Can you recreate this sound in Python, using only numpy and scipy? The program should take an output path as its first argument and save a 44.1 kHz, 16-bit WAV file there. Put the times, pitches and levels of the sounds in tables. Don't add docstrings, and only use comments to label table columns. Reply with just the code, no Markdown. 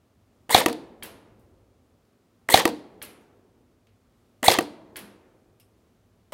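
import sys
import numpy as np
from scipy import signal
from scipy.fft import rfft, irfft, next_fast_len
from scipy.io import wavfile
from scipy.ndimage import uniform_filter1d, map_coordinates

SR = 44100
rng = np.random.default_rng(int(sys.argv[2]) if len(sys.argv) > 2 else 0)


def master_out(mix):
    frames = np.transpose(np.atleast_2d(mix))
    ceiling = np.clip(frames, -1, 1)
    pcm = np.round(ceiling * 32767).astype(np.int16)
    wavfile.write(sys.argv[1], SR, pcm)


def convert_level_to_amplitude(level_db):
    exponent = np.asarray(level_db, float) / 20
    return 10 ** exponent


N = 279153

# (frequency [Hz], density [dB per Hz])
AIR_SPECTRUM = [(88, -36), (150, -6.5), (217, -4.5), (249, -1), (280, -8.5), (406, -8.5), (524, -12),
                (637, -13), (871, -19.5), (1210, -19.5), (1630, -25), (7320, -33.5), (16000, -38)]
# (frequency [Hz], density [dB per Hz])
DUCT_SPECTRUM = [(15, -53.5), (25, -24), (46, -4), (92, -3), (108, -0.5), (140, -12), (180, -39.5),
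                 (310, -120)]
# (time [s], level [dB])
DUCT_LEVEL = [(0.0, -65.5), (0.44, -69.5), (0.63, -63), (1.41, -60), (2.29, -74), (2.63, -63), (3.31, -67),
              (6.33, -67.5)]
# (frequency [Hz], bandwidth [Hz], level [dB])
MAINS_HUM = (101, 23, -71)

# (frequency [Hz], t60 [s])
HALL_DECAY = [(100, 1.1), (260, 0.54), (700, 0.75), (1800, 0.34), (4800, 0.34), (11000, 0.33), (16000, 0.2)]
# (frequency [Hz], t60 [s])
FAR_DECAY = [(100, 1.4), (300, 2.9), (800, 1.8), (2000, .9), (4500, 0.64), (6500, 0.7), (10000, 0.41),
             (16000, 0.16)]
# (frequency [Hz], t60 [s])
BOOTH_DECAY = [(150, 0.054), (400, 0.61), (1000, 0.14), (4000, 0.3), (10000, 0.45), (16000, .09)]
# (frequency [Hz], level [dB])
WALL_COLOUR = [(60, -9), (250, 9.5), (500, -1.5), (1200, -1.5), (4500, -1.5), (7000, -8.5), (15000, -4.5)]
# (frequency [Hz], level [dB])
POP_SPECTRUM = [(60, -14), (200, -1.5), (330, -1), (700, -1.5), (1300, -9.5), (2000, -7), (3000, -7),
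                (4500, -5), (5300, -13.5), (8000, -18.5), (15000, -23)]

# (time [s], peak [dB], skitter [dB], backstop thump [dB])
TARGET_HITS = [
    (1.0255, -24.5, -2.5, -45.5),
    (3.0176, -26, -1, -49.5),
    (4.9591, -24, -3, -49),
]
# (centre [Hz], relative width, t60 [s], hall send [dB])
SMACK_SOUND = (2101.5, 1.02, 0.0004, -0.5)
# (delay [s], level [dB], centre [Hz], relative width, t60 [s], hall send [dB])
SKIPS = [
    (.0075, 1, 11000, .3, .045, -1),
    (0.031, -8, 11600, .6, 0.048, -6),
]
# (frequency [Hz], level [dB], time until full [s], rise [s], t60 [s])
PLATE_MODES = [(2300, -9, .0003, .0002, .014), (1650, -15, .0002, .0002, .02),
               (3200, -10, .0002, .0002, .014), (4400, -13, .0001, .0001, .012)]
# (time [s], level [dB], frequency [Hz], t60 [s])
BACKSTOP_HUM = (5.0, -48.5, 202, .6)
# (time [s], peak [dB], centre [Hz], t60 [s])
STRAY_PELLETS = [
    (1.394, -60, 11100, .04),
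    (2.051, -67.5, 6000, 0.0234),
    (3.21, -60.5, 11000, .02),
    (3.8695, -55, 2299, .035),
]
# (frequency [Hz], level [dB], relative width, t60 [s])
TRAY_MODES = [(11600, -50, 0.0994, .05), (9010, -59, .15, 0.262), (5220, -57, 0.048, .16),
              (2784, -55, 0.27, 0.145)]

# (time [s], peak [dB], grip thud [dB])
TRIGGER_EVENTS = [
    (0.494, -24.5, -37.5),
    (2.4884, -14.5, -31),
    (4.43, -15, -29),
    (6.3224, -32, -46.5),
]
# (time [s], level [dB])
PISTON_SLAMS = [
    (.5472, 0),
    (2.5421, 0),
    (4.4822, 0),
]
# (time [s], level [dB], stock boom [dB])
BOLT_KNOCKS = [
    (.6613, -6, 0),
    (2.6546, -6, -2.5),
    (4.5878, -7, -5),
]
# (first flight [s], ratio of next flight to it)
BOLT_FLIGHTS = [
    (.0237, .55),
    (.0234, .55),
    (.0215, .78),
]
# (peak [dB], knock [dB])
BOLT_LANDINGS = [
    (-24, -22),
    (-22, -22),
    (-28.5, -28),
]
# (centre [Hz], level [dB], knock [dB])
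REBOUND_FACES = [(9190, -0.5, 0), (3200, -7, -29.5)]
# (delay [s], peak [dB], centre [Hz], knock [dB])
THROWN_PARTS = [
    (.015, -12.5, 4256, -27.5),
    (.034, -11.5, 4000, -20),
]
# (time [s], peak [dB], centre [Hz], knock [dB])
LOOSE_PARTS = [
    (.729, -25.5, 4000, -36.5),
    (.729, -28.5, 11000, -65.5),
    (2.667, -36.5, 9910, -31),
    (4.538, -19, 3600, -29),
]
# (frequency [Hz], level [dB], time until full [s], rise [s], t60 [s])
CONTACT_MODES = [(1950, -1, 0.0016, 0.0004, .009), (2870, -3, .0014, .0004, .008),
                 (1085, -6, .0016, 0.00032, .012), (4000, -11.5, 0.00073, 0.00037, 0.0035),
                 (620, -7, .003, 0.00033, .025)]
SLAM_MODES = [(3850, 0, 0, .0008, .0042), (760, 2, .003, .002, .017), (3420, -11, .001, .002, .03),
              (4350, -13, .0004, .0012, .02), (1150, -11, .002, .001, .02), (2360, -14, .001, .001, .02),
              (95, -27, .002, .003, .1), (330, -9, .001, .0012, .015), (466, -27, .003, .002, .35)]
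KNOCK_MODES = [(335, -5, .0048, .003, .026), (1900, -10.5, .0008, .001, .02),
               (2650, -12, .0006, .001, .018), (740, -7, .0012, .001, .03), (3150, -15, 0, .001, .02),
               (4380, -18, 0, .001, .015), (1150, -11, .002, .001, .025), (225, -16, .002, .002, .03),
               (466, -21, .004, .003, .2), (960, -21, .003, .002, .12)]
# (frequency [Hz], level [dB], t60 [s])
STOCK_MODES = [(227, -25.5, 0.24), (298.6, -23.5, 0.41), (326, -26, 0.39), (466.5, -21.5, 0.25),
               (559.9, -28.5, 0.074), (720, -24.5, 0.18)]

# (time after trigger [s], gear mesh frequency [Hz], tooth load [dB])
MOTOR_CYCLE = [
    (0, 258.4, -45),
    (.008, 640, -19.5),
    (.017, 1080, -28),
    (.033, 1980, -25),
    (.046, 2268, -23),
    (.056, 2200, -31.5),
    (.09, 1950, -31),
    (.121, 900.2, -21),
    (.145, 360, -30),
]
# (multiple, level [dB])
MESH_HARMONICS = [(1, 0.5), (2, -2.5), (3, -10.5), (4, -11), (5, -16.5)]
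# (frequency [Hz], bandwidth [Hz], level [dB])
SHELL_MODES = [(488, 250, -3.5), (980, 320, 3), (1980, 550, 0.5), (3340, 540, 1.5), (4272, 520, 0),
               (8200, 5800, -4)]
# (frequency [Hz], density [dB per Hz])
GRIND_SPECTRUM = [(530, -34), (900, -1.5), (1120, -2.5), (1280, -10), (1930, -1.5), (2250, -6.5),
                  (3610, -3), (6150, -12.5), (7000, -12.5), (9100, -43), (15400, -120)]
# (frequency [Hz], density [dB per Hz])
BRUSH_SPECTRUM = [(3820, -47.5), (6500, -9), (8340, 1), (9990, -4), (10900, -1.5), (16000, -9)]
# (frequency [Hz], density [dB per Hz])
BODY_SPECTRUM = [(59, -48), (100, -17.5), (366, -6.5), (491, 1.5), (756, -5.5), (900, -9), (1170, -38),
                 (1980, -120)]
# (period [s], first load [s], depth [dB])
UNEVEN_WHEEL = (.0188, .015, 3)

POWER_S, SLIP_S, SLAM_S, BRAKE_S, HALT_S, STOP_S = 0.0064, 0.047, .052, .114, .122, .16

LEAD = 200
EARLY = LEAD / SR
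T = (np.arange(SR // 3) - LEAD) / SR


def unit(x):
    return x / np.sqrt(np.mean(x ** 2) + 1e-20)


def along(points, hz):
    f, v = np.transpose(points)
    return np.interp(np.log(hz + 1), np.log(f + 1), v)


def ramp(t, start, length):
    return np.clip((t - start) / length, 0, 1)


def filtered(x, response):
    m = next_fast_len(len(x) + 8192)
    return irfft(rfft(x, m) * response(np.fft.rfftfreq(m, 1 / SR)), m)[:len(x)]


def peak(f, hz, width_hz):
    return 1j * f * width_hz / (hz * hz - f * f + 1j * f * width_hz)


def noise(spectrum, size):
    return unit(filtered(rng.standard_normal(size), lambda hz: convert_level_to_amplitude(along(spectrum, hz))))


def add(track, s, sound):
    part = track[round(s * SR):][:len(sound)]
    part += sound[:len(part)]


def swell(full, rise, t60):
    decay = convert_level_to_amplitude(-60 * np.maximum(T - full, 0) / t60)
    return np.where(T < full, np.exp(-((T - full) / rise) ** 2), decay)


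def ring(parts, vary_db):
    out = 0
    for hz, db, full, rise, t60 in parts:
        level = convert_level_to_amplitude(db + vary_db * rng.standard_normal())
        out = out + level * swell(full, rise, t60) * np.cos(2 * np.pi * hz * (T - full))
    return out


def crack(hz, wide, rise, t60):
    grains = filtered(rng.standard_normal(len(T)), lambda f: peak(f, hz, wide * hz))
    return unit(grains) * swell(0, rise, t60)


def ventilation():
    t = np.arange(N) / SR
    drift = map_coordinates(rng.standard_normal(60), [np.arange(N) * 6 / SR])
    duct_db = np.interp(t, *np.transpose(DUCT_LEVEL))
    hz, width_hz, hum_db = MAINS_HUM
    hum = unit(filtered(rng.standard_normal(N), lambda f: peak(f, hz, width_hz) ** 2))
    air = convert_level_to_amplitude(-66 + 0.62 * drift) * noise(AIR_SPECTRUM, N)
    rumble = convert_level_to_amplitude(duct_db + 0.37) * noise(DUCT_SPECTRUM, N)
    return air + rumble + convert_level_to_amplitude(hum_db) * hum


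def tail(t60s):
    hz, t, z = signal.stft(rng.standard_normal(2 * SR), SR, nperseg=256)
    decay_db = along(WALL_COLOUR, hz)[:, None] - 60 * t / along(t60s, hz)[:, None]
    h = signal.istft(z * convert_level_to_amplitude(decay_db), SR, nperseg=256)[1]
    return h / np.linalg.norm(h)


def hall(x, booth_db, near_db, far_db):
    out = np.zeros(N)
    threshold = 1e-3 * np.abs(x).max()
    for a in range(0, N, SR):
        sent = x[a:a + SR]
        if np.abs(sent).max() <= threshold:
            continue
        answer = convert_level_to_amplitude(booth_db) * tail(BOOTH_DECAY) + convert_level_to_amplitude(near_db) * tail(HALL_DECAY) + convert_level_to_amplitude(far_db) * tail(FAR_DECAY)
        add(out, a / SR + .008, signal.fftconvolve(sent, answer))
    return out


def pellets():
    smacks = [(s, db, *SMACK_SOUND) for s, db, *_ in TARGET_HITS]
    skips = [(s + after, db + skitter_db + less_db, *sound)
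             for s, db, skitter_db, _ in TARGET_HITS for after, less_db, *sound in SKIPS]
    strays = [(s, db, hz, .7, t60, 1.5) for s, db, hz, t60 in STRAY_PELLETS]
    tray = [(5.599, db, hz, wide, t60, 1.5) for hz, db, wide, t60 in TRAY_MODES]
    return smacks + skips + strays + tray


def target():
    dry, wet, click = np.zeros(N), np.zeros(N), T == 0
    for s, db, hz, wide, t60, hall_db in pellets():
        add(dry, s - EARLY, convert_level_to_amplitude(db - 8) * crack(hz, wide, rise=0.000091, t60=t60))
        sent = filtered(click, lambda f: peak(f, hz, wide * hz))
        add(wet, s - EARLY - .007, convert_level_to_amplitude(db + hall_db + 21.5) * sent)
    thump_hz, thump_delay_s = 497.4, .006
    for s, db, _, thump_db in TARGET_HITS:
        push = convert_level_to_amplitude(thump_db + 9) * swell(0, 0.0002, 0.01)
        add(dry, s - EARLY - .0004, convert_level_to_amplitude(db) * ring(PLATE_MODES, vary_db=1.5) - push)
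        thump = filtered(click, lambda f: peak(f, thump_hz, 1.3 * thump_hz))
        add(wet, s - EARLY + thump_delay_s, convert_level_to_amplitude(thump_db + 43.0) * thump)
    s, db, hz, t60 = BACKSTOP_HUM
    hum = crack(hz, wide=.04, rise=.003, t60=t60) * (1 - ramp(T, .2, .12))
    add(dry, s - EARLY, convert_level_to_amplitude(db) * hum)
    return dry + hall(wet, booth_db=-7.5, near_db=-4.0, far_db=-8)


def pops(piston_db, bolt_db):
    out = np.zeros(N)
    for s, db in PISTON_SLAMS:
        out[round(s * SR)] = convert_level_to_amplitude(db + piston_db)
    for s, db, boom_db in BOLT_KNOCKS:
        out[round(s * SR)] = convert_level_to_amplitude(db + 0.46 * boom_db + bolt_db)
    return filtered(out, lambda hz: convert_level_to_amplitude(along(POP_SPECTRUM, hz)))


def levels(t, last):
    coast = -1500 * np.maximum(t - last, 0)
    slam, brake = ramp(t, SLAM_S - .004, 0.0053), ramp(t, BRAKE_S, .003)
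    loose = slam * (1 - ramp(t, SLAM_S, 0.085))
    grind = -26.5 - 14 * (1 - ramp(t, POWER_S - .004, 0.02)) + 10.5 * loose - 8 * ramp(t, BRAKE_S, .03)
    free = ramp(t, SLIP_S, .003) * (1 - slam)
    hiss = -25.5 - 23 * (1 - ramp(t, POWER_S, 0.0078)) - 5 * free - 15 * brake - 40 * t
    shake = -33 - 8 * (1 - ramp(t, 0, .009)) + 7 * slam
    shake = shake - 6 * ramp(t, BRAKE_S - .015, .02) - 6 * ramp(t, BRAKE_S, STOP_S - BRAKE_S)
    return coast, grind + coast, hiss + .6 * coast, shake


def motor():
    out, (s, *cols) = np.zeros(N), np.transpose(MOTOR_CYCLE)
    t = np.arange(SR // 5) / SR
    mesh_hz, load_db = [np.interp(t, s, c) for c in cols]
    coast_db, grind_db, hiss_db, shake_db = levels(t, s[-1])
    period, first, depth_db = UNEVEN_WHEEL
    load = np.cos(2 * np.pi * (t - first) / period)
    whine_db = load_db + coast_db - 7 * ramp(t, HALT_S, .003) - 0.6136 + depth_db * load

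    def shell(f):
        return sum((-1) ** k * convert_level_to_amplitude(db) * peak(f, hz, w) ** 2 for k, (hz, w, db) in enumerate(SHELL_MODES))

    def lumps(size=110):
        return unit(uniform_filter1d(rng.standard_normal(len(t)), size=size))

    for start, *_ in TRIGGER_EVENTS:
        turn = 2 * np.pi * np.cumsum(mesh_hz * (1 + .012 * lumps())) / SR
        teeth = 0
        for k, db in MESH_HARMONICS:
            phase = k * turn + .6 * lumps() + 5.0 * rng.random()
            teeth = teeth + convert_level_to_amplitude(db + 1.7 * lumps()) * np.sin(phase)
        whine = filtered(convert_level_to_amplitude(whine_db) * teeth, shell)
        chatter_db = 3.5 * (lumps(size=40) - .5)
        grind = convert_level_to_amplitude(grind_db - 3.5 + 1.0 * load + 2 * lumps() + chatter_db) * noise(GRIND_SPECTRUM, len(t))
        hiss = convert_level_to_amplitude(hiss_db + 0.86 * load + 2 * lumps()) * noise(BRUSH_SPECTRUM, len(t))
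        shake = convert_level_to_amplitude(shake_db) * noise(BODY_SPECTRUM, len(t))
        add(out, start, (whine + grind + hiss + shake) * (t < STOP_S))
    return out


def rattles(count=3):
    thrown = [(s + after, db, hz, knock_db)
              for s, _ in PISTON_SLAMS for after, db, hz, knock_db in THROWN_PARTS]
    rebounds = []
    for (s, *_), (flight, shrink), (db, knock_db) in zip(BOLT_KNOCKS, BOLT_FLIGHTS, BOLT_LANDINGS):
        for k in range(count):
            landing = s + flight * (1 - shrink ** (k + 1)) / (1 - shrink)
            loss_db = 8 * k
            for hz, face_db, less_db in REBOUND_FACES:
                rebounds.append((landing, db - loss_db + face_db, hz, knock_db - loss_db + less_db))
    return thrown + rebounds + LOOSE_PARTS


def boom():
    late = round(.018 * SR)
    bands = sum(convert_level_to_amplitude(db) * crack(hz, wide=0.056, rise=0.0061, t60=t60) for hz, db, t60 in STOCK_MODES)
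    return np.pad(bands, (late, 0))[:len(T)]


def action():
    out = np.zeros(N)
    for s, db, thud_db in TRIGGER_EVENTS:
        snap = convert_level_to_amplitude(-9.5) * crack(hz=8500, wide=0.37, rise=0.00054, t60=0.01)
        add(out, s - EARLY, convert_level_to_amplitude(db - 2.5) * (ring(CONTACT_MODES, vary_db=2.5) + snap))
        add(out, s - EARLY, convert_level_to_amplitude(thud_db + 2) * crack(hz=260, wide=0.13, rise=0.0022, t60=0.055))
    for s, db in PISTON_SLAMS:
        air_pop = convert_level_to_amplitude(-14.0) * crack(hz=6000, wide=2.0, rise=.001, t60=0.026)
        add(out, s - EARLY, convert_level_to_amplitude(db) * (ring(SLAM_MODES, vary_db=1.0) + air_pop))
    for s, db, boom_db in BOLT_KNOCKS:
        dent = -convert_level_to_amplitude(1) * swell(0, .0002, .002) * np.cos(2 * np.pi * 900 * T)
        grit = convert_level_to_amplitude(-14.5) * crack(hz=9000, wide=1.2, rise=0.00083, t60=0.016)
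        grit = grit + convert_level_to_amplitude(-13) * crack(hz=3260, wide=1.1, rise=0.0012, t60=.022)
        knock = ring(KNOCK_MODES, vary_db=1.2) + dent + grit + convert_level_to_amplitude(boom_db) * boom()
        add(out, s - EARLY, convert_level_to_amplitude(db) * knock)
    for s, db, hz, knock_db in rattles():
        tick = convert_level_to_amplitude(db - 8.5) * crack(hz, wide=.4, rise=0.0014, t60=0.011)
        knock = convert_level_to_amplitude(knock_db) * crack(hz=640, wide=0.48, rise=0.0023, t60=0.031)
        add(out, s - EARLY, tick + knock)
    return out


def scene():
    spin = motor()
    sent = convert_level_to_amplitude(-10.5) * spin + pops(piston_db=18.0, bolt_db=17.0)
    answer = hall(sent, booth_db=-9, near_db=-12, far_db=-18.5)
    return (ventilation() + target() + answer + action() + spin)[None]


def low_pass(x):
    return signal.sosfilt(signal.butter(12, 16360, fs=SR, output="sos"), x)


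def record(dry):
    heard = filtered(dry[0], lambda hz: 1j * hz / (45 + 1j * hz))
    clipped = heard / (1 + np.abs(heard) ** 12) ** (1 / 12)
    mix = filtered(clipped, lambda hz: np.clip((16200 - hz) / 500, 0, 1))[None]
    return low_pass(mix)


dry = scene()
out = record(dry)
master_out(out)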